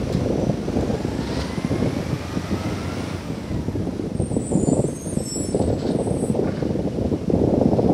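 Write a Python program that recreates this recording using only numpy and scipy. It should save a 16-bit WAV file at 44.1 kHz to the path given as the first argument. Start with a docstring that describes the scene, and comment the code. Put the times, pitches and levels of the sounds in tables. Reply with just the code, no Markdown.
"""On a suburban street a diesel refuse truck pulls away, revs up, lifts off and stops at the next bin.
Firing pulses, crank harmonics and gear tones follow engine speed; a turbo whistle spools up and down.
Gliding tones make the brake squeals; shaped noise the air puffs, ticks and wind; decaying modes the clanks.
The lifting arm then chirps. Gusts buffet the single microphone throughout; fences and houses echo the truck."""
import sys
import numpy as np
from scipy import signal
from scipy.fft import rfft, irfft, next_fast_len
from scipy.io import wavfile
from scipy.ndimage import uniform_filter1d, minimum_filter1d, map_coordinates

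SR = 44100
rng = np.random.default_rng(int(sys.argv[2]) if len(sys.argv) > 2 else 0)


def dump_mix(stems):
    """Bounce the given channels to the path in sys.argv[1] as a 16-bit WAV at rate SR."""
    frames = np.atleast_2d(stems).T  # one column per channel
    limited = np.clip(frames, -1, 1)  # hard clip at full scale
    pcm = np.round(limited * 32767).astype(np.int16)
    wavfile.write(sys.argv[1], SR, pcm)


N = 349817

# single eddies that hit the microphone port: start_s, level_db, pitch_hz
EDDIES = [(0.099, -16, 630), (0.148, -6, 201), (0.357, -11.5, 373), (0.381, -14, 417), (0.467, -10, 230),
          (0.493, -8, 204), (0.762, -9.5, 323), (1.048, -11.5, 325), (1.189, -11, 231), (1.38, -13, 291),
          (1.576, -11, 257), (1.646, -10.5, 240), (1.823, -9, 214), (1.965, -13, 292), (2.129, -10, 204),
          (2.37, -14.5, 241), (3.3, -13.5, 222), (3.683, -11, 219), (3.755, -12.5, 292), (3.871, -14, 360),
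          (3.995, -12.5, 349), (4.15, -13.5, 227), (4.366, -6.5, 366), (4.553, -5, 238), (4.574, -8.5, 240),
          (4.626, -11, 330), (4.687, -7, 250), (4.718, -9.5, 357), (4.768, -15, 617), (4.84, -11.5, 505),
          (5.17, -10.5, 323), (5.4, -12, 360), (5.486, -13, 252), (5.546, -7, 506), (5.571, -14, 560),
          (5.701, -11, 633), (5.89, -8.5, 300), (5.949, -9, 377), (5.987, -14, 630), (6.107, -9.5, 242),
          (6.299, -7, 283), (6.391, -9, 489), (6.653, -9, 343), (6.984, -12, 420), (7.116, -9, 286),
          (7.278, -11, 242), (7.3, -10, 460), (7.335, -6, 296), (7.415, -7, 378), (7.438, -5, 473),
          (7.47, -10.5, 460), (7.523, -12, 300), (7.575, -10, 350), (7.613, -7.5, 605), (7.655, -5, 283),
          (7.842, -7, 267)]
SKIRT_WIDTH_HZ = 130  # noise skirt of a rasping squeal


def amp(db):
    """Decibels to gain."""
    return 10 ** (np.asarray(db) / 20)


def unit(x):
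    """Scale to rms 1."""
    return x / np.sqrt(np.mean(x ** 2) + 1e-20)


def along(points, hz):
    """Interpolate (Hz, value) points on a log frequency axis."""
    f, v = np.transpose(points)
    return np.interp(np.log(hz + 1), np.log(f + 1), v)


def curves(rows):
    """One value per sample for each column after the time."""
    s, *cols = np.transpose(rows)
    return [np.interp(np.arange(N) / SR, s, c) for c in cols]


def wobble(rate, count=N):
    """A smooth random curve of count samples, rate knots a second."""
    knots = rng.standard_normal(int(count * rate / SR) + 4)
    coarse = np.arange(0, count, 16)
    return np.interp(np.arange(count), coarse, map_coordinates(knots, [coarse * rate / SR]))


def filtered(x, response):
    """x times a response of frequency."""
    m = next_fast_len(N + SR // 2)
    return irfft(rfft(x, m) * response(np.fft.rfftfreq(m, 1 / SR)), m)[:N]


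def noise(spectrum):
    """Coloured noise of rms 1."""
    return unit(filtered(rng.standard_normal(N), lambda hz: amp(along(spectrum, hz))))


def steadied(x, seconds):
    """x with its slow swells evened out, so that only its fast grain is left."""
    power = uniform_filter1d(x ** 2, max(int(seconds * SR), 2))
    return x / np.sqrt(np.abs(power) + 1e-9)


def tone(hz):
    """A sine of rms 1 that follows a pitch curve."""
    return np.sqrt(2) * np.sin(2 * np.pi * (np.cumsum(hz) / SR + rng.random()))


def smear(width_hz):
    """Slow noise of rms 1; times a tone, it spreads the tone into a band."""
    return unit(filtered(rng.standard_normal(N), lambda hz: 1 / (1 + (hz / width_hz) ** 2)))


def swell(start, top, end, edge_db):
    """Sample indices and gain of a sound that grows to its loudest moment and fades."""
    i = np.arange(max(int(start * SR), 0), min(int(max(end, start + .02) * SR), N))
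    gain = amp(np.interp(i / SR, [start, top, end], [edge_db, 0, edge_db]))
    return i, gain * signal.windows.tukey(len(i), .2)


def street(x):
    """Scattered echoes from fences and houses; the treble dies first."""
    # echo decay: frequency_hz, t60_s
    echo_t60 = [(200, 0.86), (2000, 0.68), (8000, 0.44), (15000, 0.14)]
    hz, t, z = signal.stft(rng.standard_normal(SR), SR, nperseg=256)
    decay = amp(-60 * t / along(echo_t60, hz)[:, None])
    tail = signal.istft(z * decay, SR, nperseg=256)[1]
    return signal.fftconvolve(x, tail / np.linalg.norm(tail))[:N]


def gust(start, length):
    """Gain of a gust: a quick rise, a hold and a fall."""
    attack_s, release_s = 0.007, 0.021
    t = np.arange(N) / SR - start
    rise = np.clip(t / attack_s + .5, 0, 1)
    return rise * np.exp(-np.clip((t - length) / release_s, 0, 20))


def lumps(rate, life):
    """Random bursts that start at once and fade in about life seconds; mean 0, rms 1."""
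    kicks = (rng.random(N) < rate / SR) * rng.uniform(0.62, 1, N)
    fade = np.exp(-np.arange(SR // 10) / (SR * life))
    swirl = np.sqrt(np.abs(uniform_filter1d(signal.fftconvolve(kicks, fade)[:N], size=60)))
    return unit(uniform_filter1d(swirl - swirl.mean(), size=60))


def wind_levels():
    """Gusts and the wakes of eddies add their power to the breeze; gives rumble dB and flutter dB."""
    # steady wind between gusts: time_s, rumble_db
    breeze = [(0, -26.5), (.66, -28.5), (1.0, -29), (2.25, -33), (3.05, -30), (3.2, -32), (3.6, -30.5),
              (4.45, -29), (5.0, -32.5), (5.45, -32.5), (5.6, -30), (6.1, -26), (6.55, -28.5), (7.25, -29),
              (7.5, -24), (7.93, -22.5)]
    # gusts on the microphone: start_s, length_s, rumble_db, flutter_re_rumble_db
    gusts = [(0.1, 0.015, -30, 3), (0.209, 0.29, -28.5, 3.5), (0.463, 0.044, -25.5, -10),
             (0.738, 0.093, -24.5, 0), (0.854, 0.098, -25.5, -0.5), (1.36, 0.049, -25, -4.5),
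             (1.701, 0.19, -22.5, -4.5), (1.923, 0.092, -28.5, -2), (2.089, 0.06, -27, -4),
             (2.332, 0.034, -25, -9.0), (2.509, 0.043, -23, -8.5), (2.632, 0.095, -27, -7),
             (2.884, 0.023, -28.5, -8), (3.497, 0.1, -26, -16), (3.736, 0.17, -28, -10.5),
             (4.195, 0.041, -22, -7), (4.315, 0.057, -22.5, -3.5), (4.51, 0.29, -22, -1),
             (4.767, 0.15, -28.5, -2), (5.06, 0.15, -32, 0.5), (5.358, 0.1, -29, -0.5),
             (5.52, 0.2, -25, 2.5), (5.822, 0.19, -30.5, 6), (6.069, 0.058, -27, 4),
             (6.344, 0.12, -27.5, 4), (6.44, 0.059, -28.5, -3.5), (6.622, 0.26, -27, -2),
             (6.945, 0.21, -26, -1), (7.294, 0.198, -23.5, -1.5), (7.507, 0.17, -25.5, 0),
             (7.728, 0.34, -24.3, 0.8)]
    swirl_db, swirl_per_s = 1.23, 16
    flutter_offset_db, flutter_growth = -4.5, 1.87  # flutter swings wider than rumble
    wake_db, wake_s = -17, 0.0084  # rumble that trails an eddy
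    breeze_db, = curves(breeze)
    breeze_db = breeze_db + swirl_db * wobble(swirl_per_s)
    calm_db = breeze_db.mean()
    rumble = amp(breeze_db) ** 2
    flutter = amp(calm_db + flutter_offset_db + flutter_growth * (breeze_db - calm_db)) ** 2
    for start, length, db, bright_db in gusts:
        power = (amp(db) * gust(start, length)) ** 2
        rumble += power
        flutter += power * amp(bright_db) ** 2
    for s, db, _ in EDDIES:
        rumble += (amp(db + wake_db) * gust(s, wake_s)) ** 2
    return 10 * np.log10([rumble, flutter])


def lulls():
    """The flow slackens for a moment before each eddy; gives dB."""
    lull_db, lull_s = -3.5, .02
    slack = np.zeros(N)
    for s, _, _ in EDDIES:
        slack[round((s - lull_s) * SR):round(s * SR)] = 1
    return lull_db * uniform_filter1d(slack, size=180)


def wind():
    """Turbulence at the port comes in lumps: the harder a gust blows, the smaller and higher its eddies."""
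    # low, middle and high turbulence spectra: frequency_hz, density_db
    rumble_spectrum = [(20, -55), (32, -39), (45, -12), (65, -2), (110, 0.5), (200, 1.5), (290, -1),
                       (420, -13), (700, -51), (1200, -74.5)]
    flutter_spectrum = [(120, -25), (240, -8.5), (340, -1), (480, 0.5), (620, -6), (800, -20), (1100, -35),
                        (2000, -63), (4000, -88)]
    sputter_spectrum = [(250, -31), (500, 3), (700, -1.5), (880, -8.5), (1100, -22.5), (1600, -45),
                        (4000, -66)]
    sputter_offset_db, sputter_growth = -6, 1.59  # sputter vanishes fast in softer gusts
    rumble_db, flutter_db = wind_levels() + lulls()
    hardest_db = flutter_db.max()
    sputter_db = hardest_db + sputter_offset_db + sputter_growth * (flutter_db - hardest_db)

    churn = lumps(rate=75, life=.007)
    rumble_grain = amp(2.47 * np.roll(churn, SR // 400) + 1.75 * wobble(50))  # the bass lags
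    flutter_grain = amp(4 * churn + 1.5 * wobble(110))
    sputter_grain = amp(4.1 * churn + 3.4 * wobble(120))
    rumble = steadied(noise(rumble_spectrum) * rumble_grain, seconds=0.065)
    flutter = steadied(noise(flutter_spectrum) * flutter_grain, seconds=.07)
    sputter = steadied(noise(sputter_spectrum) * sputter_grain, seconds=0.184)
    return amp(rumble_db + 0.63) * rumble + amp(flutter_db - 1.53) * flutter + amp(sputter_db) * sputter


def booms():
    """The broadest gusts shake the microphone in the deep bass."""
    # broad gusts: start_s, length_s, level_db
    broad_gusts = [(0, 0.25, -30), (3.52, 0.28, -32), (5.628, 0.1, -24)]
    # boom spectrum: frequency_hz, density_db
    boom_spectrum = [(20, -40), (35, -14), (50, -7), (75, 0), (110, -3), (200, -18), (400, -70)]
    pressure = sum(amp(db) * gust(start, length) for start, length, db in broad_gusts)
    return pressure * steadied(noise(boom_spectrum), seconds=0.095)


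def growl(firing_hz):
    """Unequal cylinders give a crowd of faint, wavering harmonics of the crankshaft."""
    turns = np.cumsum(firing_hz * (1 + .003 * wobble(40))) / SR
    orders = np.arange(7, 31, 2 / 3)  # multiples of the firing rate
    return sum(amp(3 * wobble(5)) * np.sin(2 * np.pi * (k * turns + rng.random())) for k in orders)


def gear_whine(firing_hz):
    """Gears and accessories whine at fixed multiples of the firing rate, coloured by the casing."""
    # gear and accessory tones: firing_rate_multiple, level_db
    gears = [(4, -7), (7, -4), (10.3, -11), (12.4, -11), (14.27, 1), (15.3, -9), (21, -11), (22.6, -6),
             (28.5, -1), (43, -9.5)]
    # casing radiation: frequency_hz, gain_db
    casing = [(600, 2), (780, 5), (960, 6.5), (1040, 0), (1140, -5), (1220, 1.5), (1275, 1), (1325, 6),
              (1385, -1), (1500, -3), (1620, 1), (1800, -2), (2000, 2.5), (2350, -.5), (2500, -8),
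              (2800, -9), (4000, -6)]
    backlash, flicker_db = .0055, 2.4
    whine = np.zeros(N)
    for multiple, db in gears:
        hz = multiple * firing_hz * (1 + backlash * wobble(130))  # play between the teeth wavers the pitch
        whine += amp(db + along(casing, hz) + flicker_db * wobble(32)) * tone(hz)
    whine *= 1 + 0.29 * tone(firing_hz) + 0.11 * tone(firing_hz / 2)  # torque pulses add side tones
    return .85 * whine + .5 * street(whine)


def engine():
    """Each firing pushes the exhaust and pulses the combustion noise; crank and gears add harmonics."""
    # engine speed: time_s, firing_rate_hz
    speed = [(0, 50), (.62, 49.5), (1.5, 70.5), (2, 80), (3.1, 99.6), (3.25, 85), (3.5, 71.3), (3.65, 63),
             (4, 50.5), (4.65, 36), (7.93, 36)]
    # engine loudness, pulling away to idle: time_s, level_db
    effort = [(0, -41.5), (.6, -44.5), (.72, -42), (1.45, -40.5), (2.2, -40.5), (2.6, -39), (3.1, -39.5),
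              (3.25, -44), (3.6, -46.5), (4.2, -50), (5.4, -48.5), (7.93, -48)]
    # combustion noise spectrum: frequency_hz, density_db
    diesel_spectrum = [(40, -12), (90, 19.5), (250, 5), (600, 9.5), (1000, 4.5), (1500, 0), (2200, -1),
                       (3000, -4), (4500, -5), (5900, -5), (6400, -12), (9500, -16.5), (12000, -23),
                       (15700, -33)]
    exhaust_full_db, exhaust_growth = -36.5, 1.4  # growth: dB per dB of effort
    whine_full_db, whine_growth = -49, 1.05
    whine_full_hz, whine_fade_db_per_hz = 53.1, 1.5  # whine fades below this firing rate
    crank_full_db = -64
    firing_hz = curves(speed)[0] * (1 + 0.002 * wobble(24.93))
    noise_db, = curves(effort)
    effort_db = noise_db - noise_db.max()

    exhaust_db = exhaust_full_db + exhaust_growth * effort_db + 1.4 * wobble(10.83)
    exhaust = tone(firing_hz) + amp(-13.0) * tone(2 * firing_hz)
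    whine_db = whine_full_db + whine_growth * effort_db
    whine_db = whine_db - whine_fade_db_per_hz * np.maximum(whine_full_hz - firing_hz, 0)
    knock = 1 + 0.04 * tone(firing_hz) + 0.037 * tone(firing_hz / 2)
    combustion = amp(noise_db + 5.5 + 0.44 * wobble(11)) * knock * noise(diesel_spectrum)
    harmonics = amp(crank_full_db + effort_db) * growl(firing_hz)
    return combustion + harmonics + amp(exhaust_db) * exhaust + amp(whine_db) * gear_whine(firing_hz)


def turbo():
    """The compressor spools up and runs down; speed smears its whistle and lifts turbine and intake hiss."""
    # compressor whistle: time_s, blade_tone_hz, level_db
    compressor = [(0, 6080, -56), (.25, 6000, -59), (.36, 5930, -51), (.62, 5900, -58), (.8, 6500, -58),
                  (1.25, 8100, -59), (1.45, 9100, -53), (2.1, 11700, -62), (2.95, 15300, -68),
                  (3.08, 16300, -74), (3.2, 14900, -68), (3.55, 12300, -71), (3.95, 10200, -64),
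                  (4.15, 9400, -68), (4.7, 7500, -100)]
    # intake hiss spectrum: frequency_hz, density_db
    intake_spectrum = [(5000, -25), (8000, 0), (11000, -2), (15700, -17)]
    smear_hz, turbine_share = 330, .595  # turbine pitch as a share of the blade tone
    turbine_db, intake_db, spool_db_per_hz = -58.5, -60, .0022  # levels at top speed; fall below it
    hz, db = curves(compressor)
    rough = np.interp(hz, [5900, 7000], [.25, 1])
    spread = np.sqrt(1 - rough) + np.sqrt(rough) * smear(smear_hz)
    blades = amp(db + 2.2 * wobble(30)) * spread * tone(hz * (1 + 0.0039 * wobble(200)))
    turbine = amp(turbine_db) * smear(smear_hz) * tone(turbine_share * hz)
    intake = amp(intake_db) * noise(intake_spectrum)
    return blades + amp(spool_db_per_hz * (hz - hz.max())) * (turbine + intake)


def eddies():
    """A large eddy thumps the microphone for a few cycles that fall in pitch."""
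    thump_db, rise_s, pitch_fall = -2, .0024, .7
    out, t = np.zeros(N + SR), np.arange(SR // 20) / SR
    u = t / rise_s
    thump = u * np.exp(1 - u)
    for (s, db, hz), turn in zip(EDDIES, rng.random(len(EDDIES))):
        pitch_hz = hz * (1 + pitch_fall * (np.exp(-u) - .5))
        cycles = np.sin(2 * np.pi * (np.cumsum(pitch_hz) / SR + turn))
        out[round(s * SR):][:len(t)] += amp(db + thump_db) * thump * cycles
    return filtered(out[:N], lambda hz: 1 / (1 + (hz / 900) ** 8))


def air():
    """Valves of the air system vent in short hisses."""
    # puffs of compressed air: start_s, loudest_s, end_s, level_db
    puffs = [(.122, .132, .155, -34), (1.17, 1.35, 1.51, -35), (1.385, 1.408, 1.43, -35),
             (5.52, 5.535, 5.555, -44), (5.555, 5.572, 5.60, -44), (5.61, 5.625, 5.645, -40),
             (5.66, 5.70, 5.715, -44), (5.72, 5.73, 5.745, -45), (5.775, 5.805, 5.855, -37.5),
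             (5.85, 5.872, 5.925, -38), (6.42, 6.55, 6.74, -46), (7.68, 7.78, 7.92, -50)]
    # jet noise spectrum: frequency_hz, density_db
    jet_spectrum = [(700, 0), (1500, 5.5), (2600, -0.5), (3500, 3.5), (4400, 8.5), (5300, 3), (6600, -7),
                    (10000, -15.5), (15000, -35)]
    flow = np.zeros(N)
    for start, top, end, db in puffs:
        i, gain = swell(start, top, end, edge_db=-11.0)
        flow[i] += amp(db) * gain
    grit = unit(amp(3 * wobble(220)))  # sputter of the jets
    return flow * grit * noise(jet_spectrum)


def ticks():
    """Loose fittings snap against the body in short bright ticks."""
    # snaps: start_s, level_db
    snaps = [(.126, -33), (.137, -39), (.399, -49), (.809, -37), (1.406, -38), (3.619, -44)]
    # tick spectrum: frequency_hz, density_db
    tick_spectrum = [(1500, -14), (4000, 5), (6000, -8), (7600, 2), (9500, -13), (11500, -8), (15500, -22)]
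    t60_s = 0.034
    strength, t = np.zeros(N + SR), np.arange(SR // 10) / SR
    for s, db in snaps:
        strength[round(s * SR):][:len(t)] += amp(db - 60 * t / t60_s)
    return strength[:N] * noise(tick_spectrum)


def squeal(start, length, pitch_hz, glide_hz, db, rasp, screech):
    """One mode sings; uneven grip makes it waver, flutter, beat with a close twin and spread to a screech."""
    loudest_share, rasp_waver_hz, skirt_db = 0.51, 60, -5.5
    twin_db, twin_split_hz = -4, (70, 190)
    out = np.zeros(N)
    i, gain = swell(start, start + loudest_share * length, start + length, edge_db=-8.5)
    n = len(i)
    waver_hz = rasp * rasp_waver_hz * (.8 * wobble(400, n) + .6 * wobble(45, n))
    hz = pitch_hz + np.linspace(0, glide_hz, n) + waver_hz
    grip_db = 1.1 + 1.8 * rasp
    grip = unit(amp(grip_db * wobble(70, n) + grip_db * wobble(240, n)))
    skirt = np.sqrt(rasp) * amp(skirt_db) * screech[rng.integers(N - n):][:n]
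    twin = rasp * amp(twin_db) * tone(hz + rng.choice([-1, 1]) * rng.uniform(*twin_split_hz))
    octave = amp(-31) * tone(2 * hz) * (2 * hz < SR / 2)
    out[i] = gain * amp(db) * grip * unit((1 + skirt) * tone(hz) + twin + octave)
    return out


def brakes():
    """The linings set drum modes singing in turn, some pure, some rasping, among a crowd of fainter ones."""
    # squeals: start_s, length_s, pitch_hz, glide_hz, level_db, rasp_0_to_1
    squeals = [ (4.14, .16, 8590, 30, -41.5, .7), (4.22, .18, 8620, 330, -39.5, .8),
               (4.33, .46, 9050, 400, -47, 1), (4.30, .16, 8000, -250, -43.5, .7),
               (4.39, .19, 7950, -430, -35.5, .6), (4.41, .12, 8720, 0, -37.5, .2),
               (4.50, .30, 8830, 200, -39, .8), (4.51, .08, 7100, 0, -40, .5),
               (4.57, .19, 6950, 300, -34.5, .6), (4.55, .19, 7650, 130, -42, .7),
               (4.58, .52, 10420, 400, -50, .7), (4.655, .07, 4490, 0, -42, .25),
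               (4.69, .08, 7980, 40, -36.5, .2), (4.70, .20, 7220, 200, -44, .7),
               (4.71, .22, 8280, 80, -39, .6), (4.72, .33, 8800, -300, -44, 1),
               (4.74, .18, 7780, 60, -45, .5), (4.85, .32, 6310, 150, -42, .7),
               (4.86, .28, 12680, 170, -54, .7), (4.87, .24, 8150, 60, -45, .6),
               (4.94, .17, 6600, 0, -46, .6), (5.01, .18, 8920, 220, -35, .25),
               (5.08, .42, 11330, 130, -49, .7), (5.12, .25, 8306, 0, -39.5, .1),
               (5.13, .20, 7725, 0, -39, .3), (5.24, .23, 7728, 0, -28, .04), (5.17, .09, 5380, 0, -43, .4),
               (5.25, .13, 5385, 0, -31.5, .02), (5.37, .17, 5385, 0, -42, .15),
               (5.20, .27, 8880, 130, -42, .6), (5.21, .11, 6400, 0, -47, .2),
               (5.24, .28, 9930, -60, -47, .6), (5.27, .08, 5670, 0, -48, .2),
               (5.34, .20, 9690, -40, -40, .2), (5.36, .07, 4310, 0, -53, .1),
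               (5.44, .09, 6400, 0, -48, .2), (5.43, .14, 8750, -130, -46, .7),
               (5.46, .20, 7780, 0, -41, .8), (5.50, .14, 9050, 0, -47, .8),
               (5.53, .13, 10480, -250, -54, .7), (5.58, .13, 8780, -200, -47, .8),
               (5.65, .30, 7830, -60, -48, .9), (5.88, .08, 8730, 80, -50, .3),
               (5.92, .08, 10730, 0, -56, .3), (5.94, .20, 8960, 250, -46, 1),
               (5.95, .20, 8310, 60, -42, .1), (5.97, .17, 7820, 30, -52, .2),
               (5.99, .18, 10030, 0, -51, .1), (6.10, .26, 9330, 350, -48, .4),
               (6.12, .19, 8400, 170, -40, .2), (6.13, .21, 8910, 40, -50, .2),
               (6.08, .22, 11150, 30, -57, .3), (6.16, .18, 10960, 10, -48, .1),
               (6.17, .16, 7983, 0, -41.5, .05), (6.18, .16, 12370, 0, -59, .2)]
    # pedal presses that wake the fainter modes: start_s, end_s, level_db
    presses = [(4.353, 5.72, -52), (5.862, 6.4, -66)]
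    modes_per_s, mode_length_s, mode_rasp = 30, 0.17, 0.65
    mode_centre_hz, mode_spread = 8780, .1  # spread in natural log of pitch
    screech = smear(SKIRT_WIDTH_HZ)
    out = sum(squeal(*row, screech) for row in squeals)
    for start, end, db in presses:
        onsets = np.arange(start, end - mode_length_s, 1 / modes_per_s)
        for s, (place, drift) in zip(onsets, rng.standard_normal((len(onsets), 2))):
            pitch_hz = mode_centre_hz * np.exp(mode_spread * place)
            mode_db = db - 3 * abs(place)
            out += squeal(s, mode_length_s, pitch_hz, 150 * drift, mode_db, mode_rasp, screech)
    return out


def arm():
    """Loose steel of the lifting arm knocks and rings briefly."""
    # clanks: start_s, level_db
    clanks = [(5.228, -47), (5.529, -55), (5.696, -43), (6.443, -38), (6.472, -27.5), (6.52, -38),
              (6.571, -33.5), (6.597, -34.5)]
    # steel modes: frequency_hz, level_db, t60_s
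    steel = [(1134, 3, .07), (1433, 1.5, 0.13), (1525, 7, 0.06), (1675, -1, 0.093), (2145, 2, 0.14),
             (2250, -9, .12), (2704, -6, .12), (3000, -6, 0.4)]
    out, t = np.zeros(N + SR), np.arange(SR // 3) / SR
    for s, db in clanks:
        ring = np.zeros(len(t))
        for hz, level_db, t60_s in steel:
            decay = amp(level_db + rng.normal(0, 2.3) - 60 * t / t60_s)
            ring += decay * np.sin(2 * np.pi * (hz * t + rng.random()))
        crack = amp(-60 * t / 0.13) * rng.standard_normal(len(t))
        out[round(s * SR):][:len(t)] += amp(db) * (0.2 * ring + 2.0 * crack)
    return filtered(out[:N], lambda hz: 1 / (1 + (hz / 2300) ** 8))


def hydraulics():
    """The moving arm gives a steady row of fading chirps, then oil sings faintly in its valve."""
    # valve tones: start_s, length_s, pitch_hz, glide_hz, level_db, rasp_0_to_1
    valve = [(7.52, .41, 5180, 0, -58, 1), (7.72, .2, 5070, 0, -58, .5)]
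    start_s, end_s, gap_s = 6.525, 7.25, .125
    length_s, pitch_hz, first_db, fade_db_per_s = .055, 2930, -53, 12
    screech = smear(SKIRT_WIDTH_HZ)
    out = sum(squeal(*row, screech) for row in valve)
    for s in np.arange(start_s, end_s, gap_s):
        chirp_db = first_db - fade_db_per_s * (s - start_s)
        out += squeal(s, length_s, pitch_hz, 0, chirp_db, .5, screech)
    return out


def scene():
    """The truck and its echoes over the street's hush, with wind on top."""
    # street hush spectrum: frequency_hz, density_db
    hush_spectrum = [(60, -4), (600, 16), (1500, -9), (3000, -13), (5300, 3), (6050, -1), (6400, 0.5),
                     (9000, 1), (12000, -9.5), (15700, -25.5)]
    whistles = brakes() + turbo() + hydraulics()
    knocks = air() + arm() + ticks()
    echoes = street(amp(-10.5) * whistles + amp(-8.0) * knocks)
    truck = engine() + amp(-2.0) * (whistles + knocks) + echoes
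    hush = amp(-56.5) * noise(hush_spectrum)
    return (truck + hush + wind() + eddies() + booms())[None]


def record(dry):
    """The phone cuts the deepest bass, rounds off the hardest thumps and keeps nothing above its band limit."""
    top_hz, limit = 15750, .52
    x = filtered(dry[0], lambda hz: 1 - 1 / (1 + (hz / 36) ** 6))
    needed = 1 / np.maximum(np.abs(x) / limit, 1)
    gain = uniform_filter1d(minimum_filter1d(needed, size=600), size=400)  # peak limiter
    return filtered(x * gain, lambda hz: hz < top_hz)[None]


dry = scene()
out = record(dry)
dump_mix(out)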